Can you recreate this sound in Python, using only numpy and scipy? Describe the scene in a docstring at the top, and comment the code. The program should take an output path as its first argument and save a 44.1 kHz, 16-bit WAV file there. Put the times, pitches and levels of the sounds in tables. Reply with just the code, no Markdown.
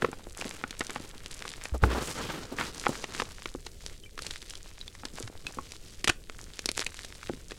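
"""A tray of loose powder in a small room, close to the microphone: two hands crush blocks of gym chalk.
Chalk snaps and crumbles (noise swarms through resonators), grit trickles (banded random ticks) and
lumps knock on the tray (noisy blows through its modes). The hands land in the powder (decaying
modes), sweep it together, then break pieces off a fresh block; a low room rumble wavers beneath."""
import sys
import numpy as np
from scipy import signal
from scipy.fft import rfft, irfft
from scipy.io import wavfile

SR = 44100
rng = np.random.default_rng(int(sys.argv[2]) if len(sys.argv) > 2 else 0)


def file_out(sig):
    """Save sig as 16-bit WAV at sys.argv[1]."""
    # one column per channel
    cols = np.atleast_2d(sig).T
    # limit, then scale
    lim = np.clip(cols, -1, 1)
    pcm = np.round(lim * 32767).astype(np.int16)
    wavfile.write(sys.argv[1], SR, pcm)


N = 334278
BURST_SAMPLES = 4096  # one short sound
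ATTACK_SAMPLES = 220  # its first 5 ms


def undb(db):
    """Decibels to gain."""
    return 10 ** (np.asarray(db) / 20)


def unit(x):
    """Scale to standard deviation 1."""
    return x / (np.std(x) + 1e-12)


def curve(table, axis):
    """One column of a table, joined by straight lines in time."""
    rows = np.array(table)
    return np.interp(np.arange(N) / SR, rows[:, 0], rows[:, axis])


def add(out, start_s, x):
    """Mix a short sound in at start_s."""
    i = max(int(start_s * SR), 0)
    out[i:i + len(x)] += x[:max(N - i, 0)]


def colour(x, points):
    """Causal, minimum-phase filter with the given (frequency [Hz], gain [dB]) outline."""
    outline_hz, outline_db = np.transpose(points)
    f_hz = np.fft.rfftfreq(BURST_SAMPLES, 1 / SR) + 1
    gain = undb(np.interp(np.log(f_hz), np.log(outline_hz), outline_db))
    cepstrum = irfft(np.log(gain))
    # folding the cepstrum forward makes the response causal
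    cepstrum[1:BURST_SAMPLES // 2] *= 2
    cepstrum[BURST_SAMPLES // 2 + 1:] = 0
    response = irfft(np.exp(rfft(cepstrum)))
    return signal.fftconvolve(x, response)[:len(x)]


def resonate(x, hz, q, low=False):
    """Two-pole band-pass, or low-pass for a soft contact."""
    g = np.tan(np.pi * min(hz / SR, .4))
    b = g * g * np.array([1, 2, 1]) if low else g / q * np.array([1, 0, -1])
    a = [1 + g / q + g * g, 2 * (g * g - 1), 1 - g / q + g * g]
    return signal.lfilter(b, a, x)


def walk(rate_hz):
    """Random drift through rate_hz knots a second, standard deviation 1."""
    knots = rng.standard_normal(BURST_SAMPLES)
    return unit(np.interp(np.arange(N) / SR * rate_hz, np.arange(BURST_SAMPLES), knots))


def grains(rate_hz, spread_db, size=N):
    """Random tiny impacts: many weak ones, a few strong."""
    out = np.zeros(size)
    hits = np.flatnonzero(rng.random(size) < rate_hz / SR)
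    strength = undb(spread_db * np.minimum(rng.exponential(size=len(hits)), 4))
    out[hits] = strength * rng.choice([-1, 1], len(hits))
    return out


# modes of the powder-damped tray: (frequency [Hz], t60 [s], level [dB])
TRAY_MODES = [(158.4, 0.21, 11), (265.5, 0.058, 12.5), (363, 0.039, 4), (479, 0.02, 4.5), (863, 0.032, -5),
              (1484, 0.028, -3.5)]


def tray(x):
    """A blow excites the tray's exponentially decaying modes."""
    t = np.arange(BURST_SAMPLES) / SR
    response = 0
    for hz, t60_s, db in TRAY_MODES:
        decay = np.log(1000) / t60_s
        mode = np.exp(-decay * t) * np.sin(2 * np.pi * hz * t)
        response = response + undb(db) * 2 * decay / SR * mode
    return signal.fftconvolve(x, response)[:len(x)]


# rumble spectrum: (frequency [Hz], relative level [dB])
ROOM_SPECTRUM = [(20, 10), (45, 3), (90, -2), (250, -15), (450, -13), (700, -27), (2000, -59),
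                 (8000, -30.5), (16000, -41)]
ROOM_DB = -47.5


def room(swell_db=1.86):
    """Low room rumble: coloured noise whose level wavers a little."""
    rumble = unit(colour(rng.standard_normal(N), ROOM_SPECTRUM))
    return rumble * undb(ROOM_DB + swell_db * walk(28))


def stroke(start_s, hold_s, attack_s, release_s):
    """Envelope of one hand movement: it builds, holds and dies away."""
    t = np.arange(N) / SR - start_s
    return np.clip(t / attack_s, 0, 1) * np.exp(-np.maximum(t - hold_s, 0) / release_s)


# fingers closing on the chalk: (time [s], hold [s], effort [dB], crackle relative to effort [dB])
SQUEEZE_STROKES = [(0,0.017,-46.5,1), (0.344,0.23,-51,5.5), (0.525,0.19,-56,0), (0.768,0.2,-53.5,6.5),
                   (0.976,0.44,-56,4), (1.376,0.27,-53.5,7), (2.556,0.12,-50,0.5), (2.71,0.24,-50.5,5.5),
                   (3.127,0.061,-49,7), (3.273,0.2,-56,5.5), (3.621,0.031,-57,-1), (3.784,0.15,-56.5,2),
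                   (4.161,0.2,-53,5), (4.399,.16,-58.5,9), (4.6,0.52,-62.5,1.5), (5.121,.11,-55,8.5),
                   (5.422,.33,-56,1.5), (5.788,0.17,-54.5,-15), (6.301,0.17,-59,5), (6.509,0.11,-55.5,2.5),
                   (6.734,0.07,-53,14), (6.937,0.12,-55.5,7.5), (7.103,0.28,-58.5,6), (7.47,0.076,-57,5)]
GRIP_S, RELAX_S = 0.034, 0.048
SPILL_DB, SPILL_S = -6.5, 0.3  # powder falling on after the hand lets go
# hands pushing through the powder bed:
# (time [s], hold [s], pressure [dB], grit hiss relative to pressure [dB])
SWEEP_STROKES = [(1.799,.19,-41,-17.5), (1.88,0.23,-37.5,-3.5), (2.14,0.25,-36.5,-5), (2.403,0.27,-47,-9),
                 (2.565,0.12,-42,-10), (2.732,.5,-48,-4), (3.881,.04,-57,-3)]
PUSH_S, EASE_S = 0.035, 0.042
# loose powder in the hands: (time [s], fall relative to effort [dB])
LOOSE_POWDER = [(0,5), (1.3,-1), (3.2,-0.5), (3.9,-12.5), (5.25,4), (5.9,-9), (7.58,-2.5)]
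HAND_RUB_DB = -4  # rubbing in the hands, relative to fall
REST_DB, REST_CRACKLE_DB = -64.5, 2  # chalk shifting in the resting hands


def hands():
    """Squeezes and sweeps add power to grit flow, bed pressure, crumb grinding and fall, in dB."""
    effort = np.full(N, undb(REST_DB) ** 2)
    grind = effort * undb(REST_CRACKLE_DB) ** 2
    loose = undb(curve(LOOSE_POWDER, axis=1))
    for s, hold_s, db, crackle_db in SQUEEZE_STROKES:
        grip = (undb(db) * stroke(s, hold_s, GRIP_S, RELAX_S)) ** 2
        spill_gain = undb(db + SPILL_DB) * np.minimum(loose, 1)
        spill = (spill_gain * stroke(s, hold_s, GRIP_S, SPILL_S)) ** 2
        effort = effort + grip + spill
        grind = grind + (grip + spill) * undb(crackle_db) ** 2
    flow = effort
    fall = effort * loose ** 2
    press = fall * undb(HAND_RUB_DB) ** 2
    for s, hold_s, db, hiss_db in SWEEP_STROKES:
        push = (undb(db) * stroke(s, hold_s, PUSH_S, EASE_S)) ** 2
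        press = press + push
        flow = flow + push * undb(hiss_db) ** 2
    return 10 * np.log10([flow, press, grind, fall])


# grit and dull rubbing spectra: (frequency [Hz], relative level [dB])
GRIT_SPECTRUM = [(300, 14), (900, -3.5), (1800, 4.5), (3000, 7), (8000, 2), (12000, -3.5), (16000, -9.5)]
RUB_SPECTRUM = [(40, -3.5), (240, 1), (490, -1), (670, -9), (1350, -5.5), (2200, -13.5), (5000, -21.5),
                (12000, -54)]
# hollow under the sweeping hands lifts one hiss band: (time [s], frequency [Hz], lift [dB])
HOLLOW_LIFT = [(1.97,10600,-2), (2.04,7750,8), (2.2,5800,8), (2.27,3030,4), (2.36,5560,-1), (2.43,5560,7.5)]


def powder(flow_db, press_db, grit_db=-1.1, rub_db=-1, grit_flicker_db=2.0, rub_flicker_db=3.0,
           slip_db=1.7, drift_db=1.5, hollow_octaves=0.6):
    """Fine grit hisses as it slides and falls; the packed bed rubs dully under the hands."""
    slips_db = slip_db * walk(45)  # the bed gives way in small jerks
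    # a stronger flow has more grains, so it sounds smoother
    grain_hz = 600 * undb((flow_db - flow_db.mean()) * .6)
    hollow_hz, hollow_db = curve(HOLLOW_LIFT, axis=1), curve(HOLLOW_LIFT, axis=2)
    grit = 0
    for hz in 500 * 1.25 ** np.arange(16):
        # every grain size ticks in its own band and surges on its own
        lift_db = hollow_db * np.exp(-(np.log2(hz / hollow_hz) / hollow_octaves) ** 2)
        surge = undb(drift_db * walk(16) + lift_db)
        grit = grit + surge * resonate(grains(grain_hz, 4), hz, 2.2)
    grit = unit(colour(grit, GRIT_SPECTRUM) / np.sqrt(grain_hz))
    grit = grit * undb(flow_db + grit_db + slips_db + grit_flicker_db * walk(200))
    # light pressure moves single clods, firm pressure drags the whole bed
    clod_hz = 1000 * undb((press_db - press_db.mean()) * .7)
    rub = unit(colour(grains(clod_hz, 3.5) / np.sqrt(clod_hz), RUB_SPECTRUM))
    return grit + rub * undb(press_db + rub_db + slips_db + rub_flicker_db * walk(70))


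def crumbs(level_db, hz, rate_hz, spread_db, octaves, q=0.91, clump_db=4, tail_s=0.00099, tail_db=-19):
    """Crumbs give way in clusters, in ten size bands pitched around hz."""
    out, t = 0, np.arange(ATTACK_SAMPLES) / SR
    cluster = undb(clump_db * walk(28))
    for centre_hz in hz * 2 ** (octaves * np.linspace(-1, 1, 10)):
        tail = rng.standard_normal(ATTACK_SAMPLES) * np.exp(-t / tail_s)
        burst = (t == 0) + undb(tail_db) * tail
        breaks = signal.fftconvolve(grains(rate_hz * cluster, spread_db), burst)[:N]
        out = out + unit(resonate(resonate(breaks, centre_hz, q), centre_hz, q / 2))
    return unit(out) * undb(level_db)


# chalk spectrum: (frequency [Hz], relative level [dB])
CHALK_SPECTRUM = [(30, 11), (200, 9.5), (450, 8.5), (900, 1), (3000, -4), (10000, -3), (12500, -12),
                  (16000, -44)]


def crackle(grind_db):
    """Crumbs breaking between the fingers, coloured as chalk."""
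    breaks = crumbs(grind_db + 2, hz=3960, rate_hz=30, spread_db=5.4, octaves=1.17)
    return colour(breaks, CHALK_SPECTRUM)


def patter(fall_db):
    """Crumbs landing on the soft bed, pitched low."""
    return crumbs(fall_db - 1.5, hz=536, rate_hz=9, spread_db=6.5, octaves=1.62)


# chalk breaking: (time [s], level [dB], brightness [Hz], crumbling relative to its own sharp break [dB])
CHALK_SNAPS = [(0.022,-24,1634,18), (0.4121,-31.5,2480,29.5), (0.7082,-35,3460,20), (0.7954,-36,7360,-26),
               (0.8078,-25,1840,22), (1.261,-36,3220,-20), (1.655,-32.5,1870,2), (2.587,-33.5,1800,-6),
               (2.747,-42,5530,-1), (2.8608,-30.5,1840,9), (3.0412,-29,1920,7), (3.1997,-24,1650,6),
               (3.22,-29,1930,-13), (3.458,-29.5,1900,0), (3.666,-35.5,2500,35), (3.8636,-34,3420,-8),
               (4.178,-37,2170,19), (4.1908,-34,2617,18), (4.2213,-36,4470,2), (4.266,-32.5,4460,27),
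               (4.309,-32.5,2970,7), (4.427,-43,3660,-8), (4.5068,-38,3400,3), (4.554,-42,4460,0),
               (4.8793,-43,4170,-10), (4.951,-44.5,2680,11), (5.053,-31.5,2630,20), (5.2267,-38,3940,-6),
               (5.277,-39,2180,8), (5.468,-32.5,2966,0), (5.7205,-38.5,3550,-4), (6.0436,-23.5,3500,15),
               (6.0472,-36,3660,11), (6.0755,-19.5,3130,12), (6.081,-20,2830,-2), (6.0933,-22.5,2320,32),
               (6.097,-15.5,2410,7), (6.2978,-36,2360,-5), (6.5923,-31.5,3400,-2), (6.6586,-23,5200,-6),
               (6.6897,-23.5,2900,10), (6.716,-32,5800,-15), (6.7783,-28.5,1945,-13), (6.794,-26,2960,-11),
               (6.803,-31,3860,10), (6.8117,-36,3840,1), (6.816,-39,5500,9.5), (6.865,-26.5,2920,32),
               (7.0478,-38,3573,15), (7.509,-39.5,2220,-2), (7.519,-35,1708,4)]


def snaps(crumble_s=0.002, run_up_s=0.00062, run_up_db=-4, settle_s=0.012, settle_db=-22, q=0.89,
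          tray_db=-9, dull=4, piece_db=-4, piece_q=6, hand_hz=370, hand_db=-3):
    """Small fractures run up to one sharp break; a swarm of them follows and dies out."""
    out, t = np.zeros(N), (np.arange(BURST_SAMPLES) - ATTACK_SAMPLES) / SR
    after = np.exp(-abs(t) / crumble_s) + undb(settle_db) * np.exp(-abs(t) / settle_s)
    activity = np.where(t < 0, undb(run_up_db) * np.exp(-abs(t) / run_up_s), after)
    for s, db, hz, crumble_db in CHALK_SNAPS:
        swarm = grains(16000, 1.0, size=BURST_SAMPLES) * activity
        force = undb(crumble_db) * swarm / np.linalg.norm(swarm)
        force[ATTACK_SAMPLES] = -1
        # a bigger piece breaks more slowly, so it sounds lower and duller
        x = resonate(resonate(force, hz, q), dull * hz, 0.94, low=True)
        x = colour(x, CHALK_SPECTRUM)
        # each piece has its own heavily damped modes
        octaves = rng.uniform(-1.14, 1, size=3)
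        x = x + undb(piece_db) * sum(resonate(x, hz * 2 ** octave, piece_q) for octave in octaves)
        # the tray and the cupped hand give it body
        x = x + undb(tray_db) * tray(x) + undb(hand_db) * resonate(force, hand_hz, 1.4)
        x = x * np.sqrt(ATTACK_SAMPLES) / np.linalg.norm(x)
        add(out, s - ATTACK_SAMPLES / SR, undb(db) * x)
    return out


# lumps and fingers striking the tray: (time [s], level [dB], contact brightness [Hz])
TRAY_KNOCKS = [(0.0276,-25,278.5), (0.0448,-20.5,567), (0.0472,-20.5,1100), (0.087,-31,425.5),
               (0.13,-34.5,944), (.639,-26,1258), (0.8156,-31.5,1413), (0.8945,-37,686), (0.9608,-28,1090),
               (1.453,-35,1100), (1.838,-15.5,1080), (2.6114,-25.5,1580), (2.867,-17,1030),
               (3.2216,-29.5,680), (3.55,-30,490), (5.035,-38,875), (5.205,-36,480), (5.572,-37,420),
               (5.586,-31,754), (7.2966,-26,577), (7.335,-36,400)]


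def knocks(tray_db=2, dust_db=-25, dust_s=0.0013, crush_db=-2, crush_s=0.0028):
    """A lump flattens as it lands, pushes the tray and sheds a puff of grit."""
    out, t = np.zeros(N), (np.arange(BURST_SAMPLES) - ATTACK_SAMPLES) / SR
    for s, db, hz in TRAY_KNOCKS:
        crush = rng.standard_normal(BURST_SAMPLES) * np.exp(-abs(t) / crush_s) * (t > 0)
        force = undb(crush_db) * crush / np.linalg.norm(crush) - (t == 0)
        push = resonate(resonate(force, hz, 1.2), 2 * hz, .7, low=True)
        x = push + undb(tray_db) * tray(push)
        x = x * np.sqrt(ATTACK_SAMPLES) / np.linalg.norm(x)
        dust = unit(colour(grains(5000, 4, size=BURST_SAMPLES), GRIT_SPECTRUM))
        dust = dust * np.exp(-abs(t) / dust_s) * (t > 0)
        add(out, s - ATTACK_SAMPLES / SR, undb(db) * (x + undb(dust_db) * dust))
    return out


# clods collapsing under the fingers: (time [s], level [dB], brightness [Hz], length [s])
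CLOD_SCUFFS = [(0.45,-38.5,424,0.023), (1.739,-34.5,570,0.022), (1.825,-29,364,0.045),
               (1.946,-33,785,0.036), (2.517,-36,387,0.024), (2.582,-35.5,1680,0.058),
               (2.888,-27,550,0.014)]


def scuffs(q=1.07, rise_s=0.0036, tray_db=-6, dust_db=-13):
    """A clod collapses under the fingers in a rough, dull swarm of small slips."""
    out, t = np.zeros(N), np.arange(2 * BURST_SAMPLES) / SR
    for s, db, hz, length_s in CLOD_SCUFFS:
        envelope = np.minimum(t / rise_s, 1) * np.exp(-(t / length_s) ** 2)
        slips = grains(2500, 3, size=len(t)) * envelope
        body = resonate(resonate(slips, hz, q), 2 * hz, 0.62, low=True)
        dust = unit(colour(slips, GRIT_SPECTRUM))
        x = unit(body + undb(tray_db) * tray(body)) + undb(dust_db) * dust
        add(out, s, undb(db) * x * np.sqrt(length_s * SR) / np.linalg.norm(x))
    return out


def rings(table):
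    """Blows that each sound a single exponentially decaying mode."""
    out, t = np.zeros(N), np.arange(SR // 2) / SR
    for s, db, hz, t60_s in table:
        mode = np.sin(2 * np.pi * hz * t) * undb(-60 * t / t60_s)
        add(out, s, undb(db) * mode)
    return out


# hands bumping powder bed, tray and block: (time [s], level [dB], frequency [Hz], t60 [s])
HAND_THUMPS = [(1.724, -22, 63.7, 0.25), (1.824, -18, 60.8, 0.51), (1.831, -10.5, 102, 0.075),
               (1.837, -15, 856, 0.043), (5.236, -34, 110, 0.18), (6.092, -18.5, 105.9, 0.033),
               (7.297, -22, 340, 0.04)]


def thumps():
    """Bumps of the hands, one damped mode each."""
    return rings(HAND_THUMPS)


# hard bits ringing briefly: (time [s], level [dB], frequency [Hz], t60 [s])
HARD_CLINKS = [(4.037, -42, 3060, 0.058), (4.06, -44.5, 2340, 0.072), (4.813, -27.5, 3940, 0.016),
               (4.88, -30, 3520, 0.014), (5.467, -30, 2575, 0.062), (5.586, -23, 1100, 0.03)]


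def clinks():
    """Hard bits, one short mode each."""
    return rings(HARD_CLINKS)


def reflections(x, wet_db=-24, decay_s=0.032):
    """A faint, short echo of the small room: decaying noise from 4 ms on."""
    t = np.arange(2 * BURST_SAMPLES) / SR
    noise = resonate(rng.standard_normal(len(t)), 9600, 1.0, low=True)
    response = noise * np.exp(-t / decay_s) * (t > .004)
    return undb(wet_db) * signal.fftconvolve(x, response / np.linalg.norm(response))[:N]


def scene():
    """All the chalk sounds in the room, on one channel."""
    flow_db, press_db, grind_db, fall_db = hands()
    chalk = powder(flow_db, press_db) + crackle(grind_db) + patter(fall_db)
    chalk = chalk + snaps() + knocks() + scuffs() + thumps() + clinks()
    return (chalk + reflections(chalk) + room())[None]


def record(dry):
    """The recorder rounds the sharpest peaks and cuts the top above 16 kHz."""
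    rounded = .6 * np.tanh(dry / .6)
    top_cut = signal.ellip(8, .2, 70, 16000, fs=SR, output="sos")
    return signal.sosfilt(top_cut, rounded)


dry = scene()
out = record(dry)
file_out(out)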